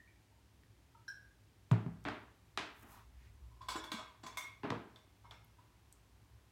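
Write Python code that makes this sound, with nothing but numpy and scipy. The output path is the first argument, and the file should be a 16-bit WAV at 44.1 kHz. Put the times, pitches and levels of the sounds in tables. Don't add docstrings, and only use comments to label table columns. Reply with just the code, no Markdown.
import sys
import numpy as np
from scipy import signal
from scipy.fft import rfft, irfft, next_fast_len
from scipy.io import wavfile

SR = 44100
rng = np.random.default_rng(int(sys.argv[2]) if len(sys.argv) > 2 else 0)


def to_wav(sig):
    pcm = np.clip(np.atleast_2d(sig), -1, 1) * 32767
    pcm = np.round(pcm).astype(np.int16)
    wavfile.write(sys.argv[1], SR, pcm.T)


N = 287091
SIZE = 32768
T, HZ = np.arange(SIZE) / SR, np.maximum(np.fft.rfftfreq(SIZE, 1 / SR), 1)


def from_db(db):
    return 10 ** (np.asarray(db) / 20)


def unit(x):
    return x / np.sqrt(np.sum(x ** 2) + 1e-20)


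def at_hz(points, hz):
    f, value = np.transpose(points)
    return np.interp(np.log(hz), np.log(f), value)


def swell(time_s, db, half_s):
    return from_db(db) * np.exp(-((np.arange(N) / SR - time_s) / half_s) ** 2)


def add(out, time_s, sound):
    start = max(round(time_s * SR), 0)
    out[start:start + len(sound)] += sound[:N - start]


def pulse(gain):
    cepstrum = irfft(np.log(gain + 1e-9))
    cepstrum[1:SIZE // 2] *= 2
    cepstrum[SIZE // 2 + 1:] = 0
    return unit(irfft(np.exp(rfft(cepstrum))))


def bend(sound, travel_s):
    return irfft(rfft(sound) * np.exp(-4j * np.pi * travel_s * np.sqrt(HZ * 1000)))


def coloured(x, spectrum):
    size = next_fast_len(N)
    hz = np.maximum(np.fft.rfftfreq(size, 1 / SR), 1)
    shaped = irfft(rfft(x, size) * from_db(at_hz(spectrum, hz)), size)
    return unit(shaped[:N]) * np.sqrt(N)


def ring(hz, level_db, t60_s, phase):
    t = T[:SIZE // 2]
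    return unit(sum(from_db(db - 60 * t / decay_s) * np.sin(2 * np.pi * f * t + angle)
                    for f, db, decay_s, angle in zip(hz, level_db, t60_s, phase)))


# (frequency [Hz], t60 [s])
ROOM_DECAY = [(100, 0.14), (400, 0.51), (1000, 0.51), (2800, 0.4751), (7000, 0.32), (15000, 0.29)]
# (frequency [Hz], gain [dB])
ROOM_SPECTRUM = [(100, 8), (300, 4.5), (1200, 1), (2500, 4), (4000, 1.5), (8000, 3.5), (16000, -4.5)]
def room(sound, wet_db, near_db, near_s=0.0018, build_s=0.0039):
    centres_hz, t60_s = np.transpose(ROOM_DECAY)
    noise = rfft(rng.standard_normal(SIZE)) * from_db(at_hz(ROOM_SPECTRUM, HZ))
    shares = [np.interp(np.log(HZ), np.log(centres_hz), row) for row in np.eye(len(centres_hz))]
    tail = sum(irfft(noise * share) * from_db(-60 * T / decay_s) for share, decay_s in zip(shares, t60_s))
    tail *= 1 - np.exp(-T / build_s)
    response = from_db(wet_db) * tail / np.sqrt(SR * np.mean(t60_s) / np.log(10 ** 6))
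    response += from_db(near_db) * unit(rng.standard_normal(SIZE) * T * np.exp(-2 * T / near_s))
    response[0] += 1
    return signal.fftconvolve(sound, response)[:SIZE]


# (frequency [Hz], relative density [dB])
AIR_SPECTRUM = [(20, -36), (45, -5), (130, 0.5), (200, -4.5), (367, -7), (480, -13.5), (920, -14),
                (1330, -18), (1760, -17), (3000, -19.5), (7000, -25), (13500, -30), (16000, -32.5)]
# (peak time [s], half length [s], lower resonance [dB], upper resonance [dB])
RUMBLE_SWELLS = [(1.992, 0.24, -62, -58.5), (3.395, 0.4, -56.5, -66), (5.335, .1, -69, -64),
                 (6.284, 0.18, -66.5, -67.5)]
def background(air_db=-70.5, low_hz=62, low_db=-71.5, high_hz=105, high_db=-70.5, width_hz=15):
    out = from_db(air_db) * coloured(rng.standard_normal(N), AIR_SPECTRUM)
    for k, (hz, steady_db) in enumerate([(low_hz, low_db), (high_hz, high_db)]):
        band = signal.butter(2, [hz - width_hz / 2, hz + width_hz / 2], "band", fs=SR, output="sos")
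        rumble = signal.sosfilt(band, rng.standard_normal(N + SIZE))[SIZE:]
        swells = sum(swell(time_s, db[k], half_s) for time_s, half_s, *db in RUMBLE_SWELLS)
        out += np.hypot(from_db(steady_db), swells) * rumble / np.std(rumble)
    return out


HANDLING_FROM_S = 2
# (frequency [Hz], relative density [dB])
WRAP_SPECTRUM = [(500, -22), (2000, -24), (6000, 6.5), (10000, 7), (13000, 11.5), (16000, 6.5)]
# (peak time [s], level [dB], half length [s])
WRAP_SWELLS = [(2.796, -72, 0.048), (2.831, -70, .005), (2.923, -67, 0.048)]
def wrap(creases_per_s=2500, spread_db=2.5, steady_db=-92):
    creases = rng.random(N) < creases_per_s / SR
    strength = from_db(spread_db * np.minimum(rng.exponential(1, N), 4))
    snaps = creases * strength * rng.choice([-1, 1], N)
    steady = from_db(steady_db) * (np.arange(N) / SR > HANDLING_FROM_S)
    return (steady + sum(swell(*row) for row in WRAP_SWELLS)) * coloured(snaps, WRAP_SPECTRUM)


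# (frequency [Hz], relative density [dB])
SLIDE_SPECTRUM = [(200, -6), (500, -20), (800, -1.5), (1050, 2.5), (1400, -5), (2200, -11.5), (3500, -17),
                  (9000, -24.5)]
# (peak time [s], level [dB], half length [s], pitch [ratio])
SLIDE_SWELLS = [(2.957, -60.5, 0.073, 0.99), (3.246, -73, 0.074, 1.93)]
def slides(steady_db=-81):
    steady = from_db(steady_db) * (np.arange(N) / SR > HANDLING_FROM_S)
    out = steady * coloured(rng.standard_normal(N), SLIDE_SPECTRUM)
    for time_s, db, half_s, pitch in SLIDE_SWELLS:
        friction = coloured(rng.standard_normal(N), np.array(SLIDE_SPECTRUM) * [pitch, 1])
        out += swell(time_s, db, half_s) * friction
    return out


def tick(hz, q, wet_db):
    resonance = 1 / np.hypot(1, q * (HZ / hz - hz / HZ))
    return room(bend(pulse(resonance), travel_s=0.003), wet_db, near_db=-3, near_s=0.003)


# (time [s], level [dB], centre [Hz], Q [-])
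TICK_EVENTS = [(0.633, -45, 1820, 7.4), (1.715, -33.5, 6760, 3.2), (2.04, -46, 5670, 1.5),
               (3.917, -20, 3940, 17), (4.959, -35, 3560, 31), (5.309, -31.5, 3460, 14),
               (5.445, -46.5, 12500, 6.2), (5.925, -37.5, 8150, 4.4)]
def ticks():
    out = np.zeros(N)
    for time_s, db, hz, q in TICK_EVENTS:
        add(out, time_s, from_db(db) * tick(hz, q, wet_db=-7.5))
    return out


def ping(hz, length_s):
    return unit(np.sin(2 * np.pi * hz * T) * np.sin(np.pi * np.minimum(T / length_s, 1)))


# (time [s], frequency [Hz], level [dB])
PING_EVENTS = [(0.0, 1856, -36), (0.075, 2320, -43.5), (.319, 920, -47), (0.946, 940, -37.5),
               (.948, 1300, -40), (3.512, 1015, -40.5), (3.607, 1023, -29.5)]
def pings(cycles=14):
    out = np.zeros(N)
    for time_s, hz, db in PING_EVENTS:
        add(out, time_s, from_db(db) * room(ping(hz, cycles / hz), wet_db=-1, near_db=-30))
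    return out


# (frequency [Hz], relative level [dB], length [s])
GLASS_PARTIALS = [(1609, -1.5, 0.013), (1518, -9.5, 0.018), (3150, -31, 0.012), (4050, -23, 0.0049),
                  (5300, -17.5, 0.018), (5610, -14.5, 0.011), (6130, -31, 0.0074)]
def glass(time_s=1.0795, ring_db=-13, tick_db=-48):
    out = np.zeros(N)
    partials = sum(from_db(db) * ping(hz, length_s) for hz, db, length_s in GLASS_PARTIALS)
    add(out, time_s, from_db(ring_db) * room(partials, wet_db=-4, near_db=-6))
    add(out, time_s, from_db(tick_db) * tick(hz=6860, q=0.26, wet_db=10.5))
    return out


# (time [s], level [dB], frequency [Hz])
HOLLOW_NOTES = [(2.0600, -14, 292), (3.755, -16.5, 330), (3.770, -26, 433), (3.847, -29, 324),
                (3.9187, -21, 310), (3.94, -20.5, 221), (4.648, -19, 418), (4.721, -18, 473)]
def hollow_notes(t60_s=0.1, highpass_hz=120):
    out = np.zeros(N)
    for time_s, db, hz in HOLLOW_NOTES:
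        note = ring([hz], [0], [t60_s], [0])
        add(out, time_s, from_db(db) * room(note, wet_db=-10, near_db=-6))
    return signal.sosfilt(signal.butter(2, highpass_hz, "high", fs=SR, output="sos"), out)


# (frequency [Hz], relative density [dB])
CLATTER_SPECTRUM = [(200, -10), (600, -6), (1100, 5), (1900, -6), (2800, -3), (3900, 1), (5000, -7.5),
                    (7000, -8.5), (10000, -16.5), (13000, -12.5), (16000, -28)]
def flask_wall(height_db=12, width_hz=50, count=32):
    peaks_hz = np.linspace(4500, 15800, count) + rng.uniform(-100, 100, count)
    peaks_db = height_db * rng.uniform(0.5, 1.5, count)
    resonances_db = sum(db / (1 + (2 * (HZ - hz) / width_hz) ** 2) for hz, db in zip(peaks_hz, peaks_db))
    return at_hz(CLATTER_SPECTRUM, HZ) + resonances_db


USUAL_RUB_S = 0.0058
# (frequency [Hz], level struck at neck [dB], level struck at rim [dB], unheld t60 [s])
FLASK_MODES = [(1023, -.5, -8, .08), (2132, -23, -8, .19), (2171, -25, -4, .25), (3416, -1, -11, .12),
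               (3568, -13, -8, .14), (4318, -16, -21, .16), (5717, -24, -9, .11), (6440, -19, -8, .1),
               (7438, -15, -22, .11), (624, -17, -24, .17), (890, -7, -14, .06), (1125, -8, -4, .08),
               (1270, -14, -12, .08), (1486, -13, -21, .13), (1572, -14, -17, .12), (1906, -18, -11, .08),
               (2245, -15, -7, .13), (3370, -4, -15, .05), (3850, -14, -22, .07), (4630, -16, -22, .1),
               (5120, -14, -19, .07), (5486, -17, -20, .09), (6115, -19, -12, .05), (7634, -25, -16, .1),
               (8090, -25, -17, .08), (8690, -22, -18, .07), (9450, -25, -18, .09), (11270, -27, -14, .07),
               (12140, -27, -16, .07), (15050, -33, -17, .06)]
def flask_touch(wall_db, place, tilt_db_per_oct, focus_hz, rub_s,
                focus_db=9, focus_q=7, scatter_db=1.5, grip_detune=0.0037, clatter_t60_s=0.068):
    hz, neck_db, rim_db, t60_s = np.transpose(FLASK_MODES)
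    mode_db = (1 - place) * neck_db + place * rim_db + tilt_db_per_oct * np.log2(hz)
    mode_db += scatter_db * rng.standard_normal(len(hz))
    hz = hz * (1 + grip_detune * rng.standard_normal(len(hz)))
    cutoff_hz = 9800 * np.sqrt(USUAL_RUB_S / rub_s)
    rolloff_db = -10 * np.log10(1 + (HZ / cutoff_hz) ** 4)
    emphasis_db = focus_db / (1 + (focus_q * (HZ / focus_hz - focus_hz / HZ)) ** 2)
    mode_db += np.interp(hz, HZ, rolloff_db + 0.4 * emphasis_db)
    held_t60_s = 0.79 * t60_s
    clear = ring(hz, mode_db, held_t60_s, np.pi * rng.integers(0, 2, len(hz)))
    slope_db = tilt_db_per_oct * np.log2(np.maximum(HZ, hz[0]))
    contact = pulse(from_db(wall_db + emphasis_db + rolloff_db + slope_db))
    dense_modes = rng.standard_normal(SIZE) * from_db(-60 * T / clatter_t60_s)
    clatter = unit(signal.fftconvolve(contact, dense_modes)[:len(clear)])
    clatter_db = 0.5 + 3 * np.log2(rub_s / USUAL_RUB_S)
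    attack = np.minimum(T[:len(clear)] / rub_s, 1)
    return room(unit(attack * (clear + from_db(clatter_db) * clatter)), wet_db=-2, near_db=-16)


# (time [s], first touch level [dB], emphasis [Hz])
RATTLE_RUNS = [(3.614, -36.5, 4550), (3.700, -17.5, 5100), (3.926, -23, 3950)]
def stopper_rattles(wall_db, touches=4, gap_s=0.018, loss_db=4):
    out = np.zeros(N)
    for time_s, db, focus_hz in RATTLE_RUNS:
        for k in range(touches):
            touch = flask_touch(wall_db, place=0.046, tilt_db_per_oct=-2, focus_hz=focus_hz, rub_s=0.0056)
            add(out, time_s + k * gap_s, from_db(db - k * loss_db) * touch)
    return out


# (time [s], level [dB], place [0 neck, 1 rim], emphasis [Hz], rub time [s])
STOPPER_TOUCHES = [(3.6060, -29, .02, 1070, 0.025), (3.6848, -11.5, .02, 940, 0.0027),
                   (3.7550, -15.5, 0.24, 1360, 0.008), (3.8390, -21.5, 0.3, 1140, 0.0021),
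                   (3.9160, -14, .37, 3340, 0.0032), (3.9820, -19.5, 0.4, 1160, 0.015),
                   (4.2310, -24.5, .2, 7350, 0.0077), (4.2635, -20, 0.26, 6470, 0.0032),
                   (4.3715, -12, 0.77, 2220, 0.0011), (4.4360, -29, .6, 3670, 0.0087),
                   (4.9570, -36, 0.63, 3500, 0.009), (5.2400, -30, 0.73, 964, 0.038),
                   (5.3060, -28.5, .75, 2330, 0.014), (5.5800, -36, 0.47, 985, 0.05)]
def stopper_clinks(wall_db, firm_db=-10.5):
    out = np.zeros(N)
    for time_s, db, place, focus_hz, rub_s in STOPPER_TOUCHES:
        rub_doublings = np.log2(rub_s / USUAL_RUB_S)
        tilt_db_per_oct = -2.66 + 0.08 * (db - firm_db) - rub_doublings
        add(out, time_s, from_db(db) * flask_touch(wall_db, place, tilt_db_per_oct, focus_hz, rub_s))
        snap_db = db - 32.5 - 5.5 * rub_doublings
        add(out, time_s, from_db(snap_db) * tick(hz=13400, q=0.84, wet_db=11))
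    return out


# (frequency [Hz], relative level [dB], t60 [s])
TABLE_MODES = [(111, -1, 0.26), (147, 4, 0.072), (168.5, -4.5, 0.3), (202, -11.5, 0.41),
               (241.7, -7.5, 0.25), (288, -33, 0.31), (440, -35, 0.35), (467, -38, 0.21), (651, -31, 0.095)]
# (time [s], level [dB], tilt [dB/octave])
THUMP_BLOWS = [(1.7150, 7.5, -10.5), (1.863, -7, 0.5), (2.054, -41, 10), (4.639, -25, -6),
               (4.708, -11.5, -25)]
def thumps(radiates_above_hz=80):
    out = np.zeros(N)
    hz, mode_db, t60_s = np.transpose(TABLE_MODES)
    for time_s, db, tilt_db_per_oct in THUMP_BLOWS:
        boom = ring(hz, mode_db + tilt_db_per_oct * np.log2(hz), t60_s, np.pi * (hz > hz[0]))
        add(out, time_s, from_db(db) * room(boom, wet_db=-14, near_db=-26))
    return signal.sosfilt(signal.butter(2, radiates_above_hz, "high", fs=SR, output="sos"), out)


# (frequency [Hz], relative density [dB])
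WOOD_SPECTRUM = [(100, 6.5), (300, 6), (430, 1), (520, -7), (680, 0), (1300, 5), (2000, 0.5), (2700, -3),
                 (3500, -2), (6000, -9.5), (10000, -12.5), (16000, -18)]
# (frequency [Hz], width [Hz], gain [dB])
WOOD_RESONANCES = [(284, 12, 1.5), (429, 66, 5), (622, 84, 7), (932, 320, 4), (1352, 20, -2),
                   (1593, 19, 5.5)]
def knock(weight, contact_hz, wet_db):
    body_hz = 235 * (116 / 235) ** weight
    tilt_db_per_oct = np.interp(weight, [0, 1], [2.68, -5])
    travel_s = np.interp(weight, [0, 1], [0.001214, 0.003083])
    peaks_db = sum(db / (1 + (2 * (HZ - hz) / width_hz) ** 2) for hz, width_hz, db in WOOD_RESONANCES)
    gain = from_db(at_hz(WOOD_SPECTRUM, HZ) + peaks_db + tilt_db_per_oct * np.log2(HZ))
    gain /= np.sqrt((1 + (body_hz / HZ) ** 6) * (1 + (HZ / contact_hz) ** 5))
    return room(bend(pulse(gain), travel_s), wet_db, near_db=-1, near_s=0.002)


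# (time [s], level [dB], weight [0 light, 1 heavy], contact cut-off [Hz], reverb [dB],
# settling relative to the hit [dB])
KNOCK_HITS = [(1.7119, -8.5, 0.89, 4500, -1, -17), (1.8611, -27, 0.84, 2400, -2, -8),
              (2.0509, -18.5, 0.38, 3100, 7, -7), (2.0850, -16.5, 0.487, 4700, -1, -15),
              (2.5744, -12.5, 0.074, 4700, 1.5, -14), (2.8230, -40, .45, 2500, 9.5, -2),
              (3.7550, -30.5, 0.36, 1300, 1, -12), (4.233, -31, 0.52, 1150, 1.5, -5),
              (4.6318, -20.5, 0.79, 3540, 11, -6), (4.703, -13.5, 0.37, 4480, -4.5, -2.5)]
def knocks(settle_s=0.017):
    out = np.zeros(N)
    for time_s, db, weight, contact_hz, wet_db, settle_db in KNOCK_HITS:
        add(out, time_s, from_db(db) * knock(weight, contact_hz, wet_db))
        settling = knock(weight=0.651, contact_hz=1290, wet_db=0.5)
        add(out, time_s + settle_s, from_db(db + settle_db) * settling)
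    return out


def scene():
    table = knocks() + thumps() + hollow_notes()
    wall_db = flask_wall()
    flask = stopper_clinks(wall_db) + stopper_rattles(wall_db)
    return (table + flask + glass() + pings() + ticks() + wrap() + slides() + background())[None]


def record(dry, cutoff_hz=15900):
    return signal.sosfilt(signal.ellip(10, 0.1, 70, cutoff_hz, fs=SR, output="sos"), dry)


dry = scene()
out = record(dry)
to_wav(out)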